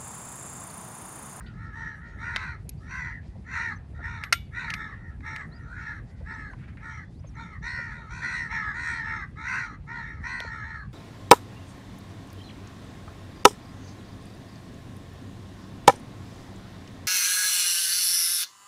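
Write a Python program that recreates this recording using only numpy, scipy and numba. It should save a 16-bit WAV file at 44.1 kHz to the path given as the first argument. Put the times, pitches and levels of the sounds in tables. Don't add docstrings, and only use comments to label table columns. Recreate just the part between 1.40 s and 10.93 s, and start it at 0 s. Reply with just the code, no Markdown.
import sys
import numpy as np
from scipy import signal
from scipy.fft import rfft, irfft
from scipy.io import wavfile
from scipy.ndimage import uniform_filter1d
from numba import njit

SR = 44100
rng = np.random.default_rng(int(sys.argv[2]) if len(sys.argv) > 2 else 0)


def elevation(decibels):
    levels = np.asarray(decibels, float)
    return 10 ** (levels / 20)


def to_wav(sig):
    pcm = np.clip(np.atleast_2d(sig), -1, 1) * 32767
    pcm = np.round(pcm).astype(np.int16)
    wavfile.write(sys.argv[1], SR, pcm.T)


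N = 420273

# frequency in Hz, density in dB per Hz.
FIELD_SPECTRUM = [(24, -45.5), (40, 4), (149, -4), (461, -27), (600, -31), (800, -30.5), (1200, -40.5),
                  (2500, -42), (2900, -47), (4720, -49), (5580, -53), (11200, -59), (12300, -79),
                  (16000, -103), (22000, -120)]
# start in seconds, length in seconds, first and last pitch in Hz, level in dB.
WHISTLES = [(.062, .028, 4350, 4900, -64), (1.332, .011, 6500, 6500, -65), (1.374, .027, 4450, 4850, -68),
            (1.401, .014, 3800, 3700, -70), (2.325, .025, 4450, 4900, -65), (2.35, .03, 6100, 6150, -66),
            (3.046, .03, 4550, 4500, -67), (4.108, .055, 3620, 5000, -63), (4.157, .032, 5000, 4680, -60),
            (4.908, .034, 4050, 4900, -61), (4.941, .02, 5960, 5950, -59), (5.105, .018, 6450, 6450, -68),
            (5.64, .112, 3330, 3680, -75), (5.746, .056, 3680, 5050, -68), (5.797, .017, 5900, 5900, -72),
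            (5.868, .024, 6350, 6450, -64), (5.884, .018, 5900, 5550, -62), (5.95, .03, 6400, 5600, -65)]
# start in
# seconds, peak in dB, centre in Hz, 60 dB decay in seconds.
KNOCKS = [(.006, -34.5, 1390, 0.051), (1.251, -46.5, 554, 0.052), (1.954, -47, 560, 0.075),
          (2.59, -43, 604, 0.055), (2.888, -50, 1783, .15), (.062, -48, 3040, 0.19),
          (4.806, -42.5, 540, 0.13), (5.134, -36.5, 990, 0.031), (5.372, -43, 1850, 0.29),
          (5.841, -41.5, 590, 0.045), (5.839, -49.5, 1040, 0.072), (6.389, -41.5, 654, 0.045),
          (9.003, -34, 570, 0.0056), (9.041, -34.5, 590, 0.023)]
# start in seconds, peak in dB, tilt in dB per octave,
# 60 dB decay of the crack in seconds, ring of the case in dB.
CASE_TAPS = [
    (0.9612, -15, -5, 0.007, -22),
    (0.9665, -20, -4, 0.007, -28),
    (3.806, -43, -11, .015, -30),
    (3.9617, -24, -4, 0.016, -20),
    (4.01, -36, -12, 0.05, -28),
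    (5.134, -39, -13, .02, -30),
    (5.371, -40, -10, .018, -30),
    (9.0029, -22, -2, 0.006, -40),
]
SHELL_TAPS = [
    (2.8356, -18.5, -3, 0.034, -22),
    (2.9243, -3, 1, 0.034, -15),
    (3.3012, -22, -2, 0.026, -30),
    (3.337, -16, -3, 0.026, -30),
]
# frequency in Hz, density in dB per Hz.
CRACK_SPECTRUM = [(240, -52), (400, -39), (2230, -1), (3290, -16), (3960, -12.5), (6740, -15),
                  (7240, -21.5), (8720, -18.5), (12300, -23.5), (16000, -70), (22000, -120)]
# frequency in Hz, level in dB, 60 dB decay in seconds.
CASE_MODES = [(680, -12, .04), (1385, 0, .085), (2220, -2, .07), (2275, -23, .3), (2888, -25, .3),
              (3095, -25, .22), (3476, -24, .3), (3623, -27, .22), (3810, -27, .22), (4463, -22, .08),
              (6826, -30, .15)]
# frequency in Hz, level in dB, 60 dB decay in seconds.
BRASS_MODES = [(7630, -28, .1), (8545, -12, .11), (9600, -25, .06), (11080, -33, .25), (11640, -11, .16)]
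# frequency in Hz, gain in dB.
THROAT = [(450, -50.5), (965, 2.5), (1400, -5), (1900, 4), (2400, -21), (2800, -20.5), (3600, -40.5),
          (12000, -56.5)]
# frequency in Hz, width in Hz, level in dB.
PIPE = [(3200, 1100, -7.5), (3913, 370, 1), (4265, 260, -1.5), (5450, 260, -5), (5845, 270, -0.5),
        (6760, 280, -8), (8110, 800, -15)]
# start in seconds, length in seconds, top pitch in Hz, level in dB,
# spread in dB of the partials around the 4th.
FAR_CROWS = [(.11, 0.27, 451.4, -49.5, 5), (.55, 0.33, 462.5, -50, 3), (1.39, 0.27, 468, -51.5, 9.5),
             (1.62, 0.19, 486, -44, -24), (2.52, 0.17, 474, -52, 9), (3.5, 0.28, 478, -53, 0),
             (4.06, 0.22, 463.5, -54.5, -0.5), (4.2, 0.4, 489, -46.5, 16.5), (4.64, 0.31, 498, -67.5, -4),
             (1.86, 0.23, 505, -74, -14), (0.0, 0.14, 482, -57, 8.5)]
STEADY_CROW = [(.3, 0.32, 454.5, -40.5, -6), (.76, 0.34, 466, -40, 4), (.815, 0.16, 460, -39, -25),
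               (2.1, 0.255, 468.6, -32, 0), (2.58, 0.31, 461, -39, 4), (3.3, 0.26, 445.5, -39.5, 4),
               (3.81, 0.26, 450, -38.5, 3), (4.32, 0.3, 439, -41, -5), (4.825, 0.33, 453, -42, -4),
               (5.38, 0.27, 454, -42, 2.5), (5.93, 0.26, 464.7, -43.5, 6.5)]
ANSWERING_CROWS = [(6.45, 0.28, 466, -47, 6.5), (6.68, 0.3, 486.5, -40, 10), (7.08, 0.18, 454, -31.5, 0.5),
                   (7.2, 0.15, 430.4, -33.5, -4.5), (7.42, 0.31, 454.5, -35, -7),
                   (7.62, 0.24, 443, -34, -3.5), (7.95, .415, 465, -39.5, 9), (8.46, .25, 469.5, -38.5, -2),
                   (8.55, 0.29, 453.5, -45.5, -0.5), (9.08, 0.19, 449.3, -39, -3),
                   (9.2, 0.27, 444, -40.5, -2.5)]
HOARSE_CROW = [
    (.88, 0.29, 512, -37.5, 5.8),
    (1.45, 0.29, 510.6, -36.5, 1.4),
    (2.035, .315, 502, -38, 2.3),
    (3.105, 0.255, 485, -34.5, 4.6),
    (8.01, 0.28, 511.6, -31.5, 1.8),
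]
HIGH_CROW = [
    (6.215, 0.33, 490.2, -35, -0.5),
    (6.81, 0.29, 493, -31, -1.5),
    (7.33, .3, 492.2, -33.5, 1),
    (8.825, 0.29, 494, -34, -1.5),
]

# rattle in Hz, then 2nd, 3rd and 5th partial and treble in dB.
VOICE_HIGH, VOICE_HOARSE = (75.5, -11.5, -1.5, 8, -15.5), (78, -14, -1.5, 5, -19.5)
VOICE_STEADY, VOICE_ANSWER = (77, -9.5, 0, 7, -20), (76, -7.5, 2, 8.5, -19.5)
VOICE_FAR = (77.5, -15, 2, -2.5, -26.5)
# hoarseness 0-1, top of effort as share of length, arch of pitch, attack in seconds.
MANNER_HIGH, MANNER_HOARSE = (.22, .28, .85, .016), (.44, .38, 1.2, .07)
MANNER_STEADY, MANNER_ANSWER = (.42, .31, 1.1, .06), (.34, .31, .95, .03)
MANNER_FAR = (.33, .4, 1.05, .036)


def colour(hz, points):
    f, db = np.transpose(points)
    return np.interp(np.log(np.maximum(hz, 1)), np.log(f), db)


def walk(size, rate_hz):
    k = max(int(SR / rate_hz), 1)
    w = uniform_filter1d(uniform_filter1d(rng.standard_normal(size), k), k)
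    return w * np.sqrt(1.5 * k)


def band(x, hz, octaves):
    edges = np.clip([hz * 2 ** -octaves, hz * 2 ** octaves], 30, SR / 2.2)
    return signal.sosfilt(signal.butter(2, edges, "band", fs=SR, output="sos"), x)


@njit
def svf(x, hz, width):
    y, b, l = np.empty(len(x)), 0., 0.
    for i in range(len(x)):
        g, k = np.pi * hz[i] / SR, width / hz[i]
        g = np.tan(g)
        v = (b + g * (x[i] - l)) / (1 + g * (g + k))
        b, l, y[i] = 2 * v - b, l + 2 * g * v, k * v
    return y


def span(length, attack, release):
    t = np.arange(0, length, 1 / SR)
    return t / length, np.clip(np.minimum(t / attack, (length - t) / release), 0, 1)


def add(out, s, x):
    i = max(int(s * SR), 0)
    out[i:i + len(x)] += x[:N - i]


def field():
    level_db = -40
    hz = np.arange(N // 2 + 1) * SR / N
    spectrum = rfft(rng.standard_normal(N)) * elevation(colour(hz, FIELD_SPECTRUM))
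    octave = np.clip(np.log2(np.maximum(hz, 1) / 40), 0, 8)
    out = 0
    for k in range(9):
        share = np.clip(1 - np.abs(octave - k), 0, 1)
        drift_db = 0.092 * walk(N, 3.8) + 2.76 * walk(N, 27)
        out = out + irfft(spectrum * share, N) * elevation(drift_db)
    return out * elevation(level_db) / np.sqrt(np.mean(out ** 2))


def songbird():
    out = np.zeros(N)
    for s, length, first_hz, last_hz, db in WHISTLES:
        u, fade = span(length, .007, .006)
        pitch = first_hz + (last_hz - first_hz) * u ** .9
        waver = 1 + .005 * walk(N // 20, 150)[:len(pitch)]
        phase = 2 * np.pi * np.cumsum(pitch * waver) / SR
        flicker_db = 4.5 * walk(N // 20, 110)[:len(u)]
        add(out, s, fade * elevation(db - 1.5 + flicker_db) * np.sin(phase))
    return out


def grass(out):
    start_s, length_s, fade_s, level_db = 5.15, .22, .07, -55.5
    u, fade = span(length_s, fade_s, fade_s)
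    stalks = band(rng.standard_normal(len(u)), 1680, 0.47) * 3
    add(out, start_s, fade * elevation(level_db + 2.4 * walk(len(u), 76)) * stalks)


def burst(t, hz, octaves, t60):
    x = rng.standard_normal(len(t)) * elevation(-60 * t / t60) * np.minimum(t / 0.00038, 1)
    x = band(band(x, hz, octaves), hz, octaves)
    return x / np.abs(x).max()


def knocks_and_scrapes(out, t):
    for s, db, hz, t60 in KNOCKS:
        add(out, s, elevation(db) * burst(t, hz, .45, t60))


def crack(t, tilt_db, t60, rise, tail_db=-37):
    hz = np.arange(len(t) // 2 + 1) * SR / len(t)
    gain_db = colour(hz, CRACK_SPECTRUM) + tilt_db * np.log2(hz / 2500 + 0.044)
    noise = irfft(rfft(rng.standard_normal(len(t))) * elevation(gain_db), len(t))
    decay = elevation(-60 * t / t60)
    noise = noise - band(noise, 8000, 1) * (1 - decay)
    tail = elevation(tail_db - 60 * t / .25)
    x = noise * np.minimum(t / rise, 1) ** 2 * (decay + tail)
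    return x / np.abs(x).max()


def ring(t, modes):
    out = 0
    for (hz, db, t60), (a, b, c) in zip(modes, rng.standard_normal((len(modes), 3))):
        pair = np.sin(2 * np.pi * hz * (1 + .002 * b) * t)
        pair = pair + .3 * np.sin(2 * np.pi * hz * (1.012 + .004 * c) * t)
        out = out + elevation(db + 2 * a - 60 * t / t60) * pair
    return out * np.minimum(t / 0.00083, 1)


def fingernail_tick(out, t):
    start_s, peak_db, tilt_db, t60, rise_s = 1.2922, -23, 15, .02, .0002
    rim = [(7750, -38, .016), (11590, -39, .03)]  # Hz, dB, 60 dB decay in seconds
    add(out, start_s, elevation(peak_db) * crack(t, tilt_db, t60, rise_s, -57) + ring(t, rim))


def metal_taps(out, t):
    for taps, rise_s in ((CASE_TAPS, .0007), (SHELL_TAPS, .0026)):
        for s, db, tilt_db, t60, case_db in taps:
            blow = crack(t, tilt_db, t60, rise_s) + elevation(case_db) * ring(t, CASE_MODES)
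            add(out, s, elevation(db) * blow)
    for s, db, *_ in SHELL_TAPS:
        add(out, s, elevation(1.4 * db - 23) * ring(t, BRASS_MODES))


def handling():
    out, t = np.zeros(N), np.arange(SR // 4) / SR
    grass(out)
    knocks_and_scrapes(out, t)
    fingernail_tick(out, t)
    metal_taps(out, t)
    return out


def effort(length, top_hz, db, top_share, arch, attack):
    u, fade = span(length, attack, .018)
    before = np.clip(1 - u / top_share, 0, 1)
    after = np.clip((u - top_share) / (1 - top_share), 0, 1)
    climb, sag, drop = before ** 2, after ** 1.4, after ** 3.5
    wander = .01 * walk(N // 20, 14.52)[:len(u)]
    pitch = top_hz * (1 - arch * (.15 * climb + .07 * sag + .11 * drop) + wander)
    return pitch, fade * elevation(db - 8 * arch * climb - 3 * sag - 6 * drop)


def windpipe(x, size_ratio, hoarse):
    out = elevation(30 * hoarse - 24) * band(x, 4500, .5)
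    climb = .085 * (np.linspace(0, 1, len(x)) - .5)
    for (hz, width, db), (a, b) in zip(PIPE, rng.standard_normal((len(PIPE), 2))):
        centre = hz * size_ratio * (1 + .014 * a + climb * (hz < 5000))
        turn_db = 2.0 * b + 3.5 * walk(N // 20, 12)[:len(x)]
        rung = svf(svf(x, centre, 1. * width), centre, 2. * width)
        out = out + elevation(db + turn_db) * rung
    return out / np.sqrt(np.mean(out ** 2))


def caw(pitch, rattle_hz, second_db, third_db, fifth_db, treble_db, hoarse):
    size = len(pitch)
    chance = np.clip([walk(N // 20, r)[:size] for r in (25, 250)], -2, 2)
    rattle = 2 * np.pi * np.cumsum(rattle_hz * (1 + 0.204 * hoarse * chance[0])) / SR
    rattle = rattle + rng.uniform(0, 2 * np.pi)
    hz = pitch * (1 + .049 * np.sin(rattle) + .09 * hoarse ** 1.7 * chance[1])
    k = np.arange(1, 22)[:, None]
    partials = np.sin(k * 2 * np.pi * np.cumsum(hz) / SR + rng.uniform(0, 2 * np.pi, k.shape))
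    beak = (pitch / 480) ** .5
    db = colour(k * hz / np.sqrt(beak), THROAT)
    db = db + second_db * (k == 2) + third_db * (k == 3) + fifth_db * (k == 5)
    slow, quick = (np.array([walk(N // 20, r)[:size] for _ in range(7)])[k[:, 0] % 7] for r in (18, 220))
    patch_db = 2.8 * slow + 6.5 * hoarse * np.clip(quick, -2, 2)
    patch_db = patch_db - 50 * (1 - pitch / pitch.max()) * np.abs(slow)
    throb_db = 3.0 * np.cos(rattle - .8)
    low = np.sum(elevation(db + patch_db) * partials, axis=0) * elevation(throb_db)
    low = low * (1 + .13 * np.cos(np.pi * np.cumsum(hz) / SR))
    high = np.sum((elevation(patch_db) * partials)[6:], axis=0) * elevation(1.2 * throb_db)
    high = high * beak ** 5
    treble = windpipe(high, (pitch.max() / 495) ** .55, hoarse)
    voice = low / np.sqrt(np.mean(low ** 2)) + elevation(treble_db - 2.5) * treble
    dip_hz = 2950 * beak * (1 + .035 * chance[0, 0])
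    return voice - .95 * svf(voice, dip_hz, 520.)


def scatter_back(x):
    t = np.arange(SR // 3) / SR
    decay = elevation(-60 * t / .3) + 3 * elevation(-60 * t / .06)
    scatter = rng.standard_normal(len(t)) * decay * (t > .004)
    return elevation(-41) * signal.fftconvolve(x, scatter)[:N]


def crows():
    out = np.zeros(N)
    flock = ((FAR_CROWS, VOICE_FAR, MANNER_FAR), (STEADY_CROW, VOICE_STEADY, MANNER_STEADY),
             (ANSWERING_CROWS, VOICE_ANSWER, MANNER_ANSWER), (HOARSE_CROW, VOICE_HOARSE, MANNER_HOARSE),
             (HIGH_CROW, VOICE_HIGH, MANNER_HIGH))
    for caws, (rattle_hz, second, third, fifth, treble), (hoarse, *shape) in flock:
        for s, length, top_hz, db, spread in caws:
            pitch, gain = effort(length, top_hz, db, *shape)
            rattle = rattle_hz * (1 + .02 * rng.standard_normal())
            voice = caw(pitch, rattle, second + spread / 2, third + spread, fifth + spread,
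                        treble + spread / 2, hoarse)
            add(out, s, gain * voice)
    return out + scatter_back(out)


def scene():
    return (field() + songbird() + handling() + crows())[None]


def low_pass(x):
    return signal.sosfilt(signal.butter(12, 12450, fs=SR, output="sos"), x)


def record(dry):
    x = signal.sosfilt(signal.butter(4, 50, "high", fs=SR, output="sos"), dry)
    x = signal.sosfilt(signal.ellip(10, .2, 60, 12000, fs=SR, output="sos"), x)
    return low_pass(x)


dry = scene()
out = record(dry)
to_wav(out)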